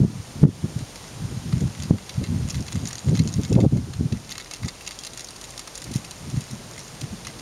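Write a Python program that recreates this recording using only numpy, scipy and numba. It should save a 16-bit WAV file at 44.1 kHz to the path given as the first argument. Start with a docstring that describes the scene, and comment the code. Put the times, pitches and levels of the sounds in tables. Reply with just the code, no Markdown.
"""A wooden whirligig spins on a stake in a garden. From the start, gusts and single eddies buffet the
microphone over a steady hiss. From 0.8 s the hubs of two loose propellers knock on their axles:
small dry clacks, often in bunches, amid a chatter of tiny slips. After 4 s the wind eases and the
clacks go on, hardest-edged near 6 s as the whirligig swings head-on. Throughout, the camera's
limiter ducks everything under the strongest gusts."""
import sys
import numpy as np
from scipy import signal
from scipy.fft import rfft, irfft
from scipy.io import wavfile
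from scipy.ndimage import uniform_filter1d
from numba import njit

SR = 44100
rng = np.random.default_rng(int(sys.argv[2]) if len(sys.argv) > 2 else 0)


def wav_record(signal):
    """Record a signal, one row per channel, as 16-bit PCM in the file named by sys.argv[1]."""
    frames = np.transpose(np.atleast_2d(signal))
    bounded = np.clip(frames, -1, 1)
    # unit amplitude maps onto the largest positive 16-bit level
    quanta = np.round(bounded * 32767).astype(np.int16)
    wavfile.write(sys.argv[1], SR, quanta)


N = 326781

# hub hits on the axle: t/s, level/dB, hollow ring near 2 kHz/dB
KNOCKS = [(.7906, -36, 7), (0.9574, -31.5, -4), (1.0406, -36, 10), (1.526, -30, 15), (1.6072, -31.5, 1),
          (1.7499, -35, 10), (1.8007, -30.5, -2), (1.8224, -29, -12), (1.8334, -31, -3), (1.9836, -32, 7),
          (2.0937, -27, 3), (2.2407, -31.5, 8), (2.487, -29, -3), (2.5042, -26, -11), (2.5443, -29, 5.5),
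          (2.606, -32, -16), (2.6823, -28.5, 1), (2.723, -28.5, 1), (2.7557, -30, 3), (2.8545, -28, 1),
          (2.8726, -24, -13), (2.906, -32.5, 7), (2.9297, -25, -16), (2.9817, -29, -8), (3.085, -32, 7),
          (3.152, -27, 0), (3.172, -27, -3), (3.1931, -22, 1), (3.275, -24, -7), (3.2873, -29, -14),
          (3.328, -31, -10), (3.3393, -25.5, -5), (3.434, -27.5, -7), (3.4498, -26.5, -1),
          (3.528, -25.5, -7), (3.552, -32.5, 9), (3.6027, -26.5, 4), (3.771, -34, 4), (3.9354, -31, 5),
          (4.124, -29.5, 1), (4.293, -31.5, 3), (4.317, -28, 6), (4.354, -30, 6), (4.3797, -25, 0.5),
          (4.3994, -29.5, 7), (4.459, -36, 16), (4.5115, -25.5, 1), (4.5362, -24.5, -5),
          (4.6317, -32.5, 11), (4.6597, -33, -12), (4.6855, -25, -6.5), (4.8095, -33.5, 4),
          (4.864, -30, -2), (4.8755, -22, -4.5), (4.909, -27, 3), (4.989, -26, -13), (5.0358, -27.5, -2),
          (5.049, -27, -6), (5.067, -29, -8), (5.1338, -31.5, -5), (5.1744, -27, -3), (5.194, -27.5, -4),
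          (5.206, -29.5, -15), (5.2448, -28.5, -28), (5.2865, -34, -8), (5.306, -32.5, -6),
          (5.363, -34, -7), (5.4132, -32.5, -10), (5.44, -30, -1), (5.4514, -35, -6), (5.5057, -31.5, -17),
          (5.577, -29, -9), (5.593, -25, -2), (5.6746, -31.5, 0), (5.7538, -27, -12), (5.7768, -27, -2),
          (5.8183, -28.5, -8), (5.8416, -29, -12), (5.9148, -32, -5), (5.9384, -28, -4),
          (5.9603, -25.5, -9), (6.048, -31, -8), (6.1097, -27.5, -7), (6.2997, -33, -8), (6.363, -37, 4),
          (6.4073, -31, -9), (6.5111, -32.5, -12), (6.778, -33.5, 10), (6.7924, -31.5, -4),
          (7.011, -30, -5), (7.249, -31.5, 2), (7.2694, -25.5, 1), (7.2815, -34, 6), (7.3941, -34, 0)]
# blade and hub modes: f/Hz, level/dB, t60/s
WOOD_MODES = [(1316, 4, 0.018), (1980, 3, 0.14), (2155, 8, 0.05), (2713, 5, 0.074), (3100, -58, 0.037),
              (3620, -1.5, 0.16), (4107, 7.5, 0.055), (4760, 8, 0.017), (5560, 4, 0.06),
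              (6420, -11.5, 0.0036), (7080, 15, 0.0022), (9430, 4, 0.0011), (10800, -3, 0.0031)]


def undb(db):
    return 10 ** (np.asarray(db) / 20)


def unit_rms(x):
    return x / np.sqrt(np.mean(x ** 2) + 1e-20)


def curve(rows):
    """Join (t/s, value) rows linearly."""
    return np.interp(np.arange(N) / SR, *np.transpose(rows))


def add(out, start_s, x):
    """Mix x into out from start_s on."""
    i = int(start_s * SR)
    x, i = x[max(-i, 0):], max(i, 0)
    out[i:i + len(x)] += x[:max(N - i, 0)]


def colour(x, points):
    """Filter by (f/Hz, level/dB) points."""
    hz, db = np.transpose(points)
    bins_hz = np.maximum(np.fft.rfftfreq(len(x), 1 / SR), 1)
    return irfft(rfft(x) * undb(np.interp(np.log(bins_hz), np.log(hz), db)), len(x))


def wander(rate_hz):
    """Twice-smoothed random steps, rms 1."""
    hold = int(SR / rate_hz)
    steps = np.repeat(rng.standard_normal(N // hold + 1), hold)
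    return unit_rms(uniform_filter1d(uniform_filter1d(steps, hold), hold)[:N])


@njit
def lowpass(x, corner_hz, damping):
    """State-variable low-pass, moving corner."""
    y, band_state, low_state = np.empty(len(x)), 0., 0.
    for i in range(len(x)):
        g = np.tan(np.pi * corner_hz[i] / SR)
        band = (band_state + g * (x[i] - low_state)) / (1 + g * (g + damping))
        y[i] = low_state + g * band
        band_state, low_state = 2 * band - band_state, 2 * y[i] - low_state
    return y


@njit
def envelope(x, attack_s, release_s):
    """Attack/release follower of |x|."""
    y, level = np.empty(len(x)), 0.
    for i in range(len(x)):
        lag_s = attack_s if abs(x[i]) > level else release_s
        level += (abs(x[i]) - level) / (SR * lag_s)
        y[i] = level
    return y


def mic_low_cut(x, corner_hz=130, q=2):
    """Microphone bass cut; rings a cycle or two after each push."""
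    w = 2 * np.pi * corner_hz
    x = signal.lfilter(*signal.butter(1, 40, "high", fs=SR), x)
    return signal.lfilter(*signal.bilinear([1, 0, 0], [1, w / q, w * w], SR), x)


def gust_level_db(swell_s=0.01, fade_s=0.02):
    """Each puff swells, holds and fades; its power adds to the breeze."""
    # puffs at the microphone: t/s, hold/s, level/dB
    puffs = [(0, 0.051, -15.5), (0.068, 0.14, -32.5), (0.357, .06, -31), (0.437, 0.025, -8.5),
             (0.637, 0.02, -28), (0.757, 0.065, -37), (1.213, 0.031, -29), (1.326, 0.041, -27),
             (1.46, 0.053, -31.5), (1.538, 0.027, -19), (1.618, 0.039, -15), (1.8, 0.057, -30.5),
             (1.906, 0.032, -21.5), (2.158, 0.079, -28), (2.29, 0.16, -22.5), (2.561, 0.041, -23.5),
             (2.75, 0.023, -21.5), (2.83, 0.028, -27.5), (3.068, 0.088, -16.5), (3.184, 0.078, -17.5),
             (3.368, 0.024, -19), (3.508, 0.037, -18.5), (3.561, 0.079, -10.5), (3.726, 0.054, -16.5),
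             (3.968, 0.074, -22.5), (4.13, .035, -26), (4.622, 0.04, -28.5), (5.871, 0.1, -32.5),
             (6.22, .08, -32.5), (6.338, 0.041, -26.5), (6.53, 0.013, -32), (7.018, .025, -34),
             (7.117, .025, -37.5), (7.272, 0.011, -38)]
    # breeze between puffs: t/s, level/dB
    breeze = [(0, -50), (.7, -37.5), (.9, -47.5), (1.12, -40), (1.22, -35.5), (1.85, -37), (2.08, -45),
              (2.4, -30), (2.68, -39.5), (3, -45.5), (3.6, -26), (4.2, -38.5), (4.38, -50.5), (5.75, -51.5),
              (5.95, -44.5), (6.7, -44), (7.41, -45)]
    t, power = np.arange(N) / SR, undb(curve(breeze)) ** 2
    for start_s, hold_s, db in puffs:
        shape = np.exp(-np.maximum(start_s - t, 0) / swell_s - np.maximum(t - start_s - hold_s, 0) / fade_s)
        power += (undb(db) * shape) ** 2
    return 10 * np.log10(power)


def wind(corner_hz=235, roar_above_db=-18, flutter_db=2.5, gain_db=-1):
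    """Turbulence at the microphone port: a low flutter; hard gusts break into small eddies and roar."""
    level_db = gust_level_db()
    fineness = 0.12 * np.clip(level_db - roar_above_db, 0, 6) + .23 * wander(60)
    cutoff_hz = np.clip(corner_hz * np.exp(fineness), 40, 2000)
    eddies = colour(rng.standard_normal(N),
                    [(20, -12), (70, 7.5), (130, -3), (220, -2), (400, -4.5), (1000, -4)])
    for _ in range(2):
        eddies = lowpass(eddies, cutoff_hz, np.sqrt(2))
    pressure = mic_low_cut(eddies)
    pressure /= np.sqrt(uniform_filter1d(pressure ** 2, size=1100) + 1e-12)  # 25 ms rms
    return pressure * undb(level_db + flutter_db * wander(70) + gain_db)


def hiss():
    """Even hiss of garden air and microphone."""
    # noise shape: f/Hz, level/dB
    spectrum = [(25, -5), (50, 16.5), (95, -25), (128, 13), (165, -10), (250, 6), (500, 5.5), (1000, 2),
                (1700, -2.5), (3500, -3.5), (6500, -2), (9500, -6.5), (12500, -16.5), (15500, -29)]
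    # slow drift: t/s, level/dB
    levels = [(0, -45), (.3, -42.5), (2.5, -42.5), (3.4, -43), (3.9, -45), (5.7, -43), (6.3, -42.5),
              (7.41, -42.5)]
    return unit_rms(colour(rng.standard_normal(N), spectrum)) * undb(curve(levels))


def buffets():
    """An eddy slaps the microphone: one smooth pressure bump, shorter at higher pitch."""
    # single eddies: t/s, peak level/dB, nominal f/Hz
    eddies = [(.003, -9, 264), (0.018, -6, 150), (.044, -10.5, 170), (.432, -1.5, 200), (.438, 4.5, 340),
              (.452, 5, 272), (.642, -10, 238), (0.763, -15, 154), (0.824, -21, 175), (1.251, -19.5, 150),
              (1.374, -17, 165), (1.539, -13.5, 150), (1.623, -11.5, 190), (1.909, -1.5, 352),
              (2.181, -13.5, 161), (3.075, -21, 165), (3.123, -10, 195), (3.202, -5.5, 197),
              (3.393, -14, 197), (3.563, 0.5, 244), (3.643, -10, 240), (3.664, 0, 280), (3.732, -5, 227),
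              (4.057, -12.5, 170), (4.124, -11, 155), (4.645, -18, 130), (5.958, -11, 246),
              (6.342, -16, 252), (6.375, -18.5, 200), (7.04, -21, 145)]
    out, t = np.zeros(N), np.arange(-600, 2400) / SR
    for at_s, db, hz in eddies:
        bump = mic_low_cut(np.exp(-.5 * (t * max(hz, 100) / .235) ** 2))
        add(out, at_s + t[0], undb(db) * bump / np.abs(bump).max())
    return out


def wood_response(force, mode_gains_db, mode_ratios, wood_db):
    """Dry crack of a contact plus the wooden modes it drives."""
    # contact crack: f/Hz, level/dB
    spectrum = [(400, -18), (1200, -5), (2000, -1), (4000, 0), (6700, 2), (8500, -1), (10000, -3),
                (12000, -9), (14000, -16), (16000, -22)]
    crack, wood = colour(force, spectrum), 0
    for (hz, db, t60_s), extra_db, ratio in zip(WOOD_MODES, mode_gains_db, mode_ratios):
        pole = np.exp((2j * np.pi * hz * ratio - np.log(1000) / t60_s) / SR)
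        mode = np.sqrt(1 - abs(pole) ** 2) * signal.lfilter([1], [1, -pole], crack).imag
        wood += undb(db + extra_db) * mode
    return undb(wood_db) * unit_rms(wood) + unit_rms(crack)


def shifting_spots(x, spread_db=4, rate_hz=120):
    """Slips land on changing spots of the wood: six band levels wander."""
    spectrum, out = rfft(x), 0
    band = np.digitize(np.fft.rfftfreq(N, 1 / SR), [2400, 3400, 4800, 6600, 9200])
    for k in np.unique(band):
        out += irfft(spectrum * (band == k), N) * undb(spread_db * wander(rate_hz))
    return out


def chatter(slips_per_s=190, slip_s=.0012, scatter_db=3, rattle_db=-14.5, gain_db=-4.5):
    """Tiny uneven slips of the hubs on their axles, swelling to a short rattle at each knock."""
    # chatter as the propellers speed up and slow down: t/s, level/dB
    levels = [(0, -57), (1.5, -45.5), (2.4, -48.5), (2.85, -40), (3.45, -47), (4.05, -57), (4.35, -44.5),
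              (4.8, -47.5), (5.9, -51.5), (6.9, -45.5), (7.41, -54)]
    strength, t = undb(curve(levels)), np.arange(-SR // 10, SR // 2) / SR
    rattle = np.exp(np.minimum(t / 0.004, -t / 0.022))  # 4 ms rise, 22 ms decay
    for at_s, db, _ in KNOCKS:
        add(strength, at_s + t[0], undb(db + rattle_db) * rattle)
    onsets = rng.random(N) < slips_per_s / SR
    slips = onsets * undb(scatter_db * np.minimum(rng.exponential(size=N), 2.5))
    force = signal.lfilter([1], [1, -np.exp(-1 / (slip_s * SR))], slips) * rng.standard_normal(N)
    scrapes = wood_response(force, np.zeros(len(WOOD_MODES)), np.ones(len(WOOD_MODES)), wood_db=-2)
    return unit_rms(shifting_spots(scrapes)) * strength * undb(gain_db)


def knocks(contact_s=0.00073, bounce_db=-8, tail_db=-19, spot_db=2.6, spot_detune=.028, gain_db=-4):
    """A hub hits its axle, scrapes and bounces; each spot rings the modes differently."""
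    # swing round the stake: t/s, facing (0 side-on, 1 head-on)
    facing = [(0, 0.61), (1.2, 0.55), (3.3, 0.084), (4.8, 0.36), (5.6, 0.86), (6.6, 0.9), (7.41, 0.16)]
    out, t = np.zeros(N), np.arange(-128, 2944) / SR
    tail = undb(tail_db) * (t > 0) * np.exp(-t / .008)
    for at_s, db, hollow_db in KNOCKS:
        bounce_s = rng.uniform(0.0023, 0.00585)
        hit, bounce = (np.maximum(t - delay_s, 0) / contact_s for delay_s in (0, bounce_s))
        contact = hit * np.exp(1 - hit) + undb(bounce_db) * bounce * np.exp(1 - bounce)
        force = rng.standard_normal(len(t)) * (contact + tail)
        spot, stretch = rng.standard_normal((2, len(WOOD_MODES)))
        clack = wood_response(force, spot_db * spot, 1 + spot_detune * stretch, wood_db=1.5)
        # flat hits bring out the hollow body; the hard edge carries best head-on
        body_db, middle_db = 2.5 + 0.37 * hollow_db, -.25 * hollow_db
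        edge_db = 11 * np.interp(at_s, *np.transpose(facing))
        clack = colour(clack, [(2200, hollow_db), (2600, body_db), (4300, body_db), (5200, middle_db),
                               (7200, middle_db), (8500, edge_db), (10000, edge_db), (14000, edge_db - 6)])
        peak_rms = np.sqrt(uniform_filter1d(clack ** 2, size=132).max())  # 3 ms window
        add(out, at_s + t[0], clack * undb(db + gain_db) / peak_rms)
    return out


def scene():
    """Wind and hiss at the microphone, the whirligig just in front; mono."""
    return (wind() + hiss() + buffets() + chatter() + knocks())[None]


def record(dry):
    """The camera limits and clips the gusts, notches the treble and cuts the top."""
    # narrow treble dip: f/Hz, level/dB
    notch = [(7100, 0), (7500, -4), (7730, -10), (7850, -23), (7980, -10), (8250, 0)]
    threshold_db, ceiling, top_hz = -10.5, .707, 15750
    reduction = 1 - 1 / np.maximum(np.abs(dry[0]) / undb(threshold_db), 1)
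    limited = dry[0] * (1 - envelope(reduction, attack_s=0.0039, release_s=.1))
    notched = colour(np.clip(limited, -ceiling, ceiling), notch)
    return signal.sosfilt(signal.ellip(10, .2, 70, top_hz, fs=SR, output="sos"), notched)[None]


dry = scene()
out = record(dry)
wav_record(out)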